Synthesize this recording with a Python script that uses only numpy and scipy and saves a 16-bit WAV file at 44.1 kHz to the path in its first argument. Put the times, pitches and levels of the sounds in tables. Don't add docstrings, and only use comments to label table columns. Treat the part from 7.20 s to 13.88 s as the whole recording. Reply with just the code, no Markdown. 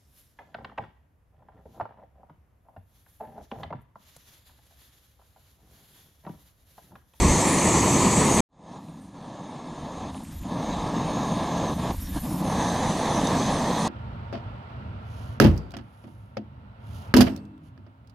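import sys
import numpy as np
from scipy import signal
from scipy.fft import rfft, irfft, next_fast_len
from scipy.io import wavfile

SR = 44100
rng = np.random.default_rng(int(sys.argv[2]) if len(sys.argv) > 2 else 0)


def undo_db(level):
    steps = np.asarray(level, float) / 20
    return 10 ** steps


def waveform_to_disk(signal):
    frames = np.transpose(np.atleast_2d(signal))
    scaled = np.clip(frames, -1, 1) * 32767
    samples = np.round(scaled).astype(np.int16)
    wavfile.write(sys.argv[1], SR, samples)


N = 294588
T = np.arange(N) / SR
SIZE = next_fast_len(N)
HZ = np.maximum(np.arange(SIZE // 2 + 1) * SR / SIZE, 1.0)
LATE = np.clip((T - 4.85) / 0.15, 0, 1)

# rumble, roar, hiss, jet, top [level/dB]
BESIDE_LEVELS = [-22.5, -24.5, -31.7, -28, -50]
# [f/Hz, level/dB per Hz]
RUMBLE_BESIDE_COLOUR = [(41, -43.5), (70, -8.5), (189, -2), (340, -8.5), (440, -41), (750, -120)]
ROAR_BESIDE_COLOUR = [(200, -24), (340, -0.5), (580, -5.5), (781, -7), (996, -2.5), (1210, -9), (1500, -24),
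                      (1950, -50), (3300, -120)]
HISS_BESIDE_COLOUR = [(880, -29), (1500, -4.5), (1550, -20.5), (1670, -4.5), (1870, -0.5), (2290, -2.5),
                      (2870, -9.5), (4070, -9.5), (4420, -7), (5240, -14), (5600, -8.5), (7280, -40.5),
                      (12300, -120)]
JET_BESIDE_COLOUR = [(3290, -34), (5600, -11.5), (6110, -2.5), (6440, -1), (7280, -2.5), (7900, -0.5),
                     (8110, -1), (8710, -14.5), (9060, -6.5), (9430, -5.5), (9600, -19.5), (9860, -20),
                     (10500, -15), (13600, -46), (22000, -120)]
TOP_BESIDE_COLOUR = [(6180, -30), (10500, -8.5), (10900, -4.5), (11800, 0.5), (13900, -9), (15100, -12.5),
                     (15500, -24)]
# [f/Hz, left against right level/dB]
BESIDE_LEAN = [(60, 0), (110, -1), (200, 1), (380, -1.5), (700, -2), (1290, 1.5), (2380, -1), (4400, 1.5),
               (8120, 1.5), (15000, 5.5)]


def beside_burner():
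    colours = (RUMBLE_BESIDE_COLOUR, ROAR_BESIDE_COLOUR, [HISS_BESIDE_COLOUR],
               [JET_BESIDE_COLOUR], TOP_BESIDE_COLOUR)
    return stove(BESIDE_LEVELS, colours, BESIDE_LEAN, (0, 0, 0, 0), flutter_db=1.1)


# [f/Hz, level/dB per Hz]
RUMBLE_ABOVE_COLOUR = [(41, -43.5), (70, -12.5), (108, -4.5), (172, 3.5), (236, 1), (300, -1.5), (340, -8),
                       (440, -59), (750, -120)]
ROAR_ABOVE_COLOUR = [(200, -17), (340, -4), (383, -5), (629, -1), (1010, -1), (1150, -5.5), (1450, -20),
                     (1500, -36), (1950, -57), (3300, -120)]
HISS_ABOVE_COLOUR = [(880, -38), (1500, -6.5), (1690, 4), (1930, -4.5), (2190, -4.5), (2380, -8),
                     (2560, -6), (2940, -9), (3660, -1), (4800, -10.5), (5600, -10), (7280, -43),
                     (12300, -120)]
JET_ABOVE_COLOUR = [(3290, -40), (5600, -4.5), (5790, -9), (6080, 0), (6390, 3), (7840, -12.5), (9010, -6),
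                    (10500, -21.5), (13600, -51), (22000, -120)]
TOP_ABOVE_COLOUR = [(6180, -33.5), (10500, -1.5), (10900, -3.5), (13100, -3), (14600, -15.5), (14900, -16),
                    (15500, -28)]
# [f/Hz, level/dB per Hz]
HISS_LATE_COLOUR = [(880, -22), (1500, -4), (1720, 2.5), (2270, -6.5), (2410, -7.5), (2590, -6.5),
                    (2810, -9.5), (3700, -2), (4620, -8.5), (5420, -12.5), (5600, -4), (7280, -42),
                    (12300, -120)]
JET_LATE_COLOUR = [(3290, -39), (5600, -20), (6000, 1.5), (6270, 2.5), (7190, -9.5), (7600, -4),
                   (8270, -11), (9750, -7.5), (10500, -22.5), (13600, -48), (22000, -120)]
# [f/Hz, left against right level/dB]
ABOVE_LEAN = [(60, -0.5), (110, 0.0), (200, 0.2), (380, -1.2), (700, -1), (1290, -1.55), (2380, -2.4),
              (4400, 0.11), (8120, 0.0), (15000, 0.14)]


def above_mug():
    colours = (RUMBLE_ABOVE_COLOUR, ROAR_ABOVE_COLOUR, [HISS_ABOVE_COLOUR, HISS_LATE_COLOUR],
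               [JET_ABOVE_COLOUR, JET_LATE_COLOUR], TOP_ABOVE_COLOUR)
    return stove(flame_levels(), colours, ABOVE_LEAN, side_levels(), flutter_db=0.76)


def stove(levels, colours, lean, sides, flutter_db):
    rumble_db, roar_db, hiss_db, jet_db, top_db = levels
    rumble_colour, roar_colour, hiss_colours, jet_colours, top_colour = colours
    low_side_db, hiss_side_db, jet_side_db, top_side_db = sides

    flutter = drift(rate_hz=13.7)
    rumble_db = rumble_db + flutter_db * (flutter + 1.34 * drift(rate_hz=9.0))
    rumble_eddies = eddies(per_s=1500.0, spread_db=2.5)
    out = undo_db(rumble_db) * coloured(rumble_eddies, rumble_colour, lean, low_side_db)

    roar_db = roar_db + flutter_db * (0.84 * flutter + 0.5 * drift(rate_hz=17.0))
    roar_eddies = eddies(per_s=5000.0, spread_db=1.5)
    out += undo_db(roar_db) * coloured(roar_eddies, roar_colour, lean, low_side_db)

    hiss_db = hiss_db + 0.51 * flutter_db * flutter
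    fizz = patchy(eddies(per_s=12000.0, spread_db=2.2), 1500, 5600, patchy_db=1.3)
    jet = patchy(rng.standard_normal(N), 5600, 10500, patchy_db=3.0)
    for share, hiss_colour, jet_colour in zip((1 - LATE, LATE), hiss_colours, jet_colours):
        out += np.sqrt(share) * undo_db(hiss_db) * coloured(fizz, hiss_colour, lean, hiss_side_db)
        out += np.sqrt(share) * undo_db(jet_db) * coloured(jet, jet_colour, lean, jet_side_db)

    air = patchy(rng.standard_normal(N), 10500, 15700, patchy_db=3.0)
    return out + undo_db(top_db) * coloured(air, top_colour, lean, top_side_db)


def eddies(per_s, spread_db):
    strengths = undo_db(spread_db * np.minimum(rng.exponential(1, N), 4))
    signs = rng.choice([-1, 1], N)
    ignites = rng.random(N) < per_s / SR
    return rms_one(strengths * signs * ignites)


def patchy(drive, low_hz, high_hz, patchy_db, count=14):
    spectrum = rfft(drive, SIZE)
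    band = np.floor((HZ - low_hz) / (high_hz - low_hz) * count)
    out = np.zeros(N)
    for k in range(count):
        swell = undo_db(patchy_db * drift(rate_hz=6.5))
        out += swell * irfft(spectrum * (band == k), SIZE)[:N]
    return out


# [level at full/dB, dB per dB of fade, share of a lift, share of a gust, late gain level/dB]
FLAME_LAYERS = [(-26.5, 1.03, 1.0, -0.042, -1), (-28, 1.0, 0.96, 0.57, 0), (-39.5, 1.05, 0.89, 0.94, 2.1),
                (-45, 1.02, 0.57, 0.92, 4.5), (-61.5, 1.45, -.05, -1.0, 1.5)]
# [t/s, length before relighting/s, rumble loss level/dB, roar loss level/dB, hiss loss level/dB]
FLAME_LIFTS = [(1.598, .08, 1, 5.5, 1), (1.69, .1, 0, 4.5, -2), (1.79, 0.14, 3.5, 9, 4),
               (2.909, 0.013, 8, 9, 5), (2.968, .015, 5, 14, 9), (2.993, 0.036, 6, 7, 8),
               (3.026, .195, 8, 17.5, 9), (3.152, .04, 17, 17, 6), (3.247, 0.037, 3.5, 6.5, 3),
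               (4.535, 0.032, 6, 12.5, 9), (4.597, 0.015, 7, 10, 3), (4.71, 0.062, 11, 9.5, 7),
               (4.742, 0.13, 13.5, 25, 9), (4.831, 0.086, 9, 20, 7), (4.982, 0.04, 13, 18, 11),
               (5.053, 0.12, 0.5, 5.5, 9.5), (5.151, 0.042, 6, 7.5, 7.5)]


def flame_levels():
    lift_s, relight_db_per_s = 0.017, 398
    ragged = 0.077
    shapes = [held(s, length_s, lift_s, roar_db / relight_db_per_s)
              for s, length_s, _, roar_db, _ in FLAME_LIFTS]

    def lift_loss(column):
        return np.max([row[column] * shape for row, shape in zip(FLAME_LIFTS, shapes)], axis=0)

    rumble_loss, roar_loss, hiss_loss = lift_loss(2), lift_loss(3), lift_loss(4)
    roar_loss = roar_loss * (1 + ragged * drift(rate_hz=35.0))
    lifts = rumble_loss, roar_loss, hiss_loss, hiss_loss, hiss_loss

    _, _, hiss_db, jet_db, _ = np.transpose(FLAME_GUSTS)
    slow = gusting(hiss_db, fall_s=0.21)
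    jet_gust = gusting(jet_db, fall_s=0.21)
    top_gust = gusting(hiss_db, fall_s=0.04)
    gusts = slow, slow, slow, jet_gust, top_gust

    fade_db = fade_above()
    levels = []
    for layer, lift, gust in zip(FLAME_LAYERS, lifts, gusts):
        db, follow, lift_share, gust_share, late_db = layer
        losses = lift_share * lift + gust_share * gust
        levels.append(db + follow * fade_db - losses + late_db * LATE)
    return levels


# [t/s, roar level before its modulations/dB]
ABOVE_FADE = [(1.29, -87), (1.33, -66.5), (1.48, -47.5), (1.56, -44.5), (2.05, -44), (2.5, -41.5),
              (2.9, -37.5), (3.4, -34), (3.7, -32), (4.0, -31), (4.6, -29.5), (5.4, -28), (5.7, -29),
              (6.05, -27.5), (6.35, -28), (6.68, -28)]


def fade_above():
    full_db = -28
    return in_time(ABOVE_FADE) - full_db


# [t/s, length/s, hiss loss level/dB, jet loss level/dB, bare hiss level at full fade/dB]
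FLAME_GUSTS = [(1.57, .3, 6.5, 9, -51), (2.902, 0.3, 6.5, 11, -47), (4.483, 0.28, 2.5, 5, -51.5),
               (4.71, 0.49, 10.5, 13, -48)]


def gusting(values, fall_s):
    rise_s = 0.025
    blows = [value * held(s, length_s, rise_s, fall_s)
             for (s, length_s, *_), value in zip(FLAME_GUSTS, values)]
    return np.max(blows, axis=0)


# [level/dB per s squared, lowest level/dB]
SIDE_RISE = [(2.5, -48), (1.3, -11), (0.2, -7)]


def side_levels():
    to_end_s = T[-1] - T
    low, hiss, jet = [np.maximum(-rate * to_end_s ** 2, least_db) for rate, least_db in SIDE_RISE]
    dip_db = 20 * held(2.35, 1.5, 0.05, 0.033)
    top = -4 * np.clip((T - 3.4) / 0.1, 0, 1)
    return low, hiss - dip_db, jet - dip_db, top


# [f/Hz, level/dB per Hz]
BARE_JET_COLOUR = [(240, -51.5), (400, -15), (533, -1), (628, -19.5), (673, -6), (750, -9), (872, -2),
                   (1190, -6.5), (10500, -11), (13600, -45), (22000, -120)]
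# [f/Hz, wander f/Hz, level against bare hiss/dB, flicker level/dB, width f/Hz]
SLIDING_RESONANCES = [(7100, 150, -11, 1, 330), (9250, 340, -9, 4.5, 890)]


def bare_jet():
    flicker = undo_db(1.5 * drift(rate_hz=16.0))
    jet_side_db = side_levels()[2]
    out = flicker * coloured(rng.standard_normal(N), BARE_JET_COLOUR, ABOVE_LEAN, jet_side_db)
    for hz, wander_hz, db, flicker_db, width_hz in SLIDING_RESONANCES:
        gain = undo_db(db + flicker_db * drift(rate_hz=16.0))
        out = out + gain * gliding(hz + wander_hz * drift(rate_hz=7.6), width_hz)
    bare_gains = undo_db(np.transpose(FLAME_GUSTS)[-1])
    return out * gusting(bare_gains, fall_s=0.21) * undo_db(fade_above())


def gliding(hz, width_hz):
    lowpass = signal.butter(2, width_hz / 2, fs=SR, output="sos")
    slow = signal.sosfilt(lowpass, rng.standard_normal((2, N)))
    phase = 2 * np.pi * np.cumsum(hz) / SR
    return rms_one(slow[0] * np.cos(phase) + slow[1] * np.sin(phase))


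# [t/s, nominal peak level/dB, f/Hz, length/s, width of each resonator f/Hz]
WHISTLE_SPURTS = [(3.029, -46, 11700, 0.035, 1900), (3.114, -42, 12100, 0.045, 1900),
                  (3.152, -41, 12100, 0.056, 1900), (3.21, -44.5, 12000, 0.035, 1900),
                  (4.5361, -46, 11700, 0.035, 1900), (4.71, -39, 12200, 0.047, 1900),
                  (4.75, -38, 12400, 0.035, 1900), (4.795, -31, 11800, 0.053, 1900),
                  (4.888, -33, 12900, 0.028, 1900), (4.99, -31.5, 11860, 0.039, 1900),
                  (5.032, -35, 11400, 0.035, 1900), (5.108, -43, 12200, 0.04, 1900),
                  (5.167, -44.5, 12100, 0.035, 1900), (4.7994, -40, 5570, 0.097, 500),
                  (5.0694, -44, 5400, 0.12, 500), (3.157, -47, 7100, .13, 500),
                  (4.595, -40, 7200, .11, 500), (4.93, -36, 10200, 0.063, 800),
                  (5.091, -34.5, 9900, 0.062, 800), (5.218, -38, 9670, .14, 800),
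                  (3.2939, -58, 3860, 0.09, 700), (3.4094, -39, 3670, 0.078, 700),
                  (3.494, -33.5, 3870, 0.082, 700), (5.2994, -45, 3910, 0.09, 700)]


def whistles():
    out = np.zeros((2, N))
    air = rng.standard_normal((2, N))
    air[1] = 0.9 * air[0] + 0.45 * air[1]
    for s, db, hz, length_s, width_hz in WHISTLE_SPURTS:
        at = round(s * SR)
        size = round(np.clip(length_s, 0.01, 0.2) * SR)
        broad = resonance(resonance(air[:, at:at + size], hz, width_hz), hz, width_hz)
        core = resonance(broad, hz, width_hz=300.0)
        spurt = rms_one(rms_one(broad) + 0.5 * rms_one(core))
        out[:, at:at + size] += undo_db(db - 13.5) * spurt * signal.windows.tukey(size, 0.5)
    return out


def resonance(x, hz, width_hz):
    r = np.exp(-np.pi * width_hz / SR)
    zeros = np.array([1, 0, -1]) * (1 - r * r) / 2
    poles = [1, -2 * r * np.cos(2 * np.pi * hz / SR), r * r]
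    return signal.lfilter(zeros, poles, x)


# [t/s, nominal peak level/dB, f/Hz]
BUBBLE_POPS = [(1.6856, -45, 2600), (2.946, -34, 2840), (2.9786, -37, 2980), (3.051, -43, 2570),
               (3.235, -36, 2530), (3.347, -38, 3770), (4.599, -32, 3950), (4.872, -32, 3640),
               (6.0725, -13, 6200)]


def pops():
    out = np.zeros(N)
    t = np.arange(600) / SR
    knock = 0.053 * np.sin(2 * np.pi * 930 * t) * np.exp(-t / 0.0018)
    for s, db, hz in BUBBLE_POPS:
        swell = np.minimum(t * hz, 1)
        click = np.sin(2 * np.pi * hz * t) * np.exp(-t * hz) * swell
        out[round(s * SR):][:len(t)] += undo_db(db + 7.5) * (click + knock)
    return signal.sosfilt(signal.butter(4, 8500, fs=SR, output="sos"), out)


# [t/s, level before lumps/dB]
WIND_LEVELS = [
    [(0.0, -29), (0.36, -43), (0.75, -46), (1.06, -37), (1.2, -42)],
    [(1.3, -75.5), (1.52, -62.5), (2.2, -63), (2.95, -43.5), (3.9, -44), (4.7, -38), (4.96, -33),
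     (5.4, -44.5), (6.3, -40), (6.68, -46)],
]
# [f/Hz, level/dB per Hz]
WIND_SPECTRUM = [(11, -35), (18, -7.5), (90, 2), (120, -35), (200, -120)]


def wind(cut):
    beside, above = [undo_db(in_time(rows)) for rows in WIND_LEVELS]
    lumps = undo_db(4 * drift(rate_hz=5.0))
    rumble = coloured(rng.standard_normal(N), WIND_SPECTRUM, ABOVE_LEAN)
    return (cut * beside + above) * lumps * rumble


# [f/Hz, side against mid level/dB]
IMAGE_WIDTH = [(60, -58), (110, -33), (200, -36), (380, -17.5), (700, -42.5), (1290, -24), (2380, -12.5),
               (4400, -10), (8120, -15.5), (15000, -1.5)]


def coloured(drive, colour, lean, side_db=0):
    mid = rfft(drive, SIZE) * undo_db(at_hz(colour))
    reflections = rfft(rng.standard_normal(N), SIZE) * undo_db(at_hz(colour) + at_hz(IMAGE_WIDTH))
    side = mid * np.tanh(at_hz(lean) * np.log(10) / 40) + reflections
    unit_power = SIZE / np.sqrt(2 * np.sum(abs(mid) ** 2))
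    mid, side = irfft([mid, side], SIZE)[:, :N] * unit_power
    return mid + undo_db(side_db) * side * [[1], [-1]]


def drift(rate_hz):
    r = np.exp(-40 * np.pi * rate_hz / SR)
    coarse = rng.standard_normal(N // 20 + 2002)
    slow = signal.lfilter([1], [1, -2 * r, r * r], coarse)[2000:]
    return np.interp(np.arange(N) / 20, np.arange(len(slow)), rms_one(slow))


def held(s, length_s, rise_s, fall_s):
    rise = (T - s) / rise_s
    fall = 1 + (s + length_s - T) / fall_s
    return np.clip(np.minimum(rise, fall), 0, 1)


def in_time(rows):
    s, db = np.transpose(rows)
    return np.interp(T, s, db, left=-120)


def at_hz(points):
    hz, value = np.transpose(points)
    return np.interp(np.log(HZ), np.log(hz), value)


def rms_one(x):
    return x / np.sqrt(np.mean(x ** 2) + 1e-20)


def scene():
    cut_s, cut_fall_s = 1.2058, 0.001
    cut = np.clip((cut_s - T) / cut_fall_s, 0, 1)
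    return cut * beside_burner() + above_mug() + bare_jet() + whistles() + pops() + wind(cut)


def low_pass(x):
    return signal.sosfilt(signal.butter(12, 15640, fs=SR, output="sos"), x)


def record(dry):
    return low_pass(dry)


dry = scene()
out = record(dry)
waveform_to_disk(out)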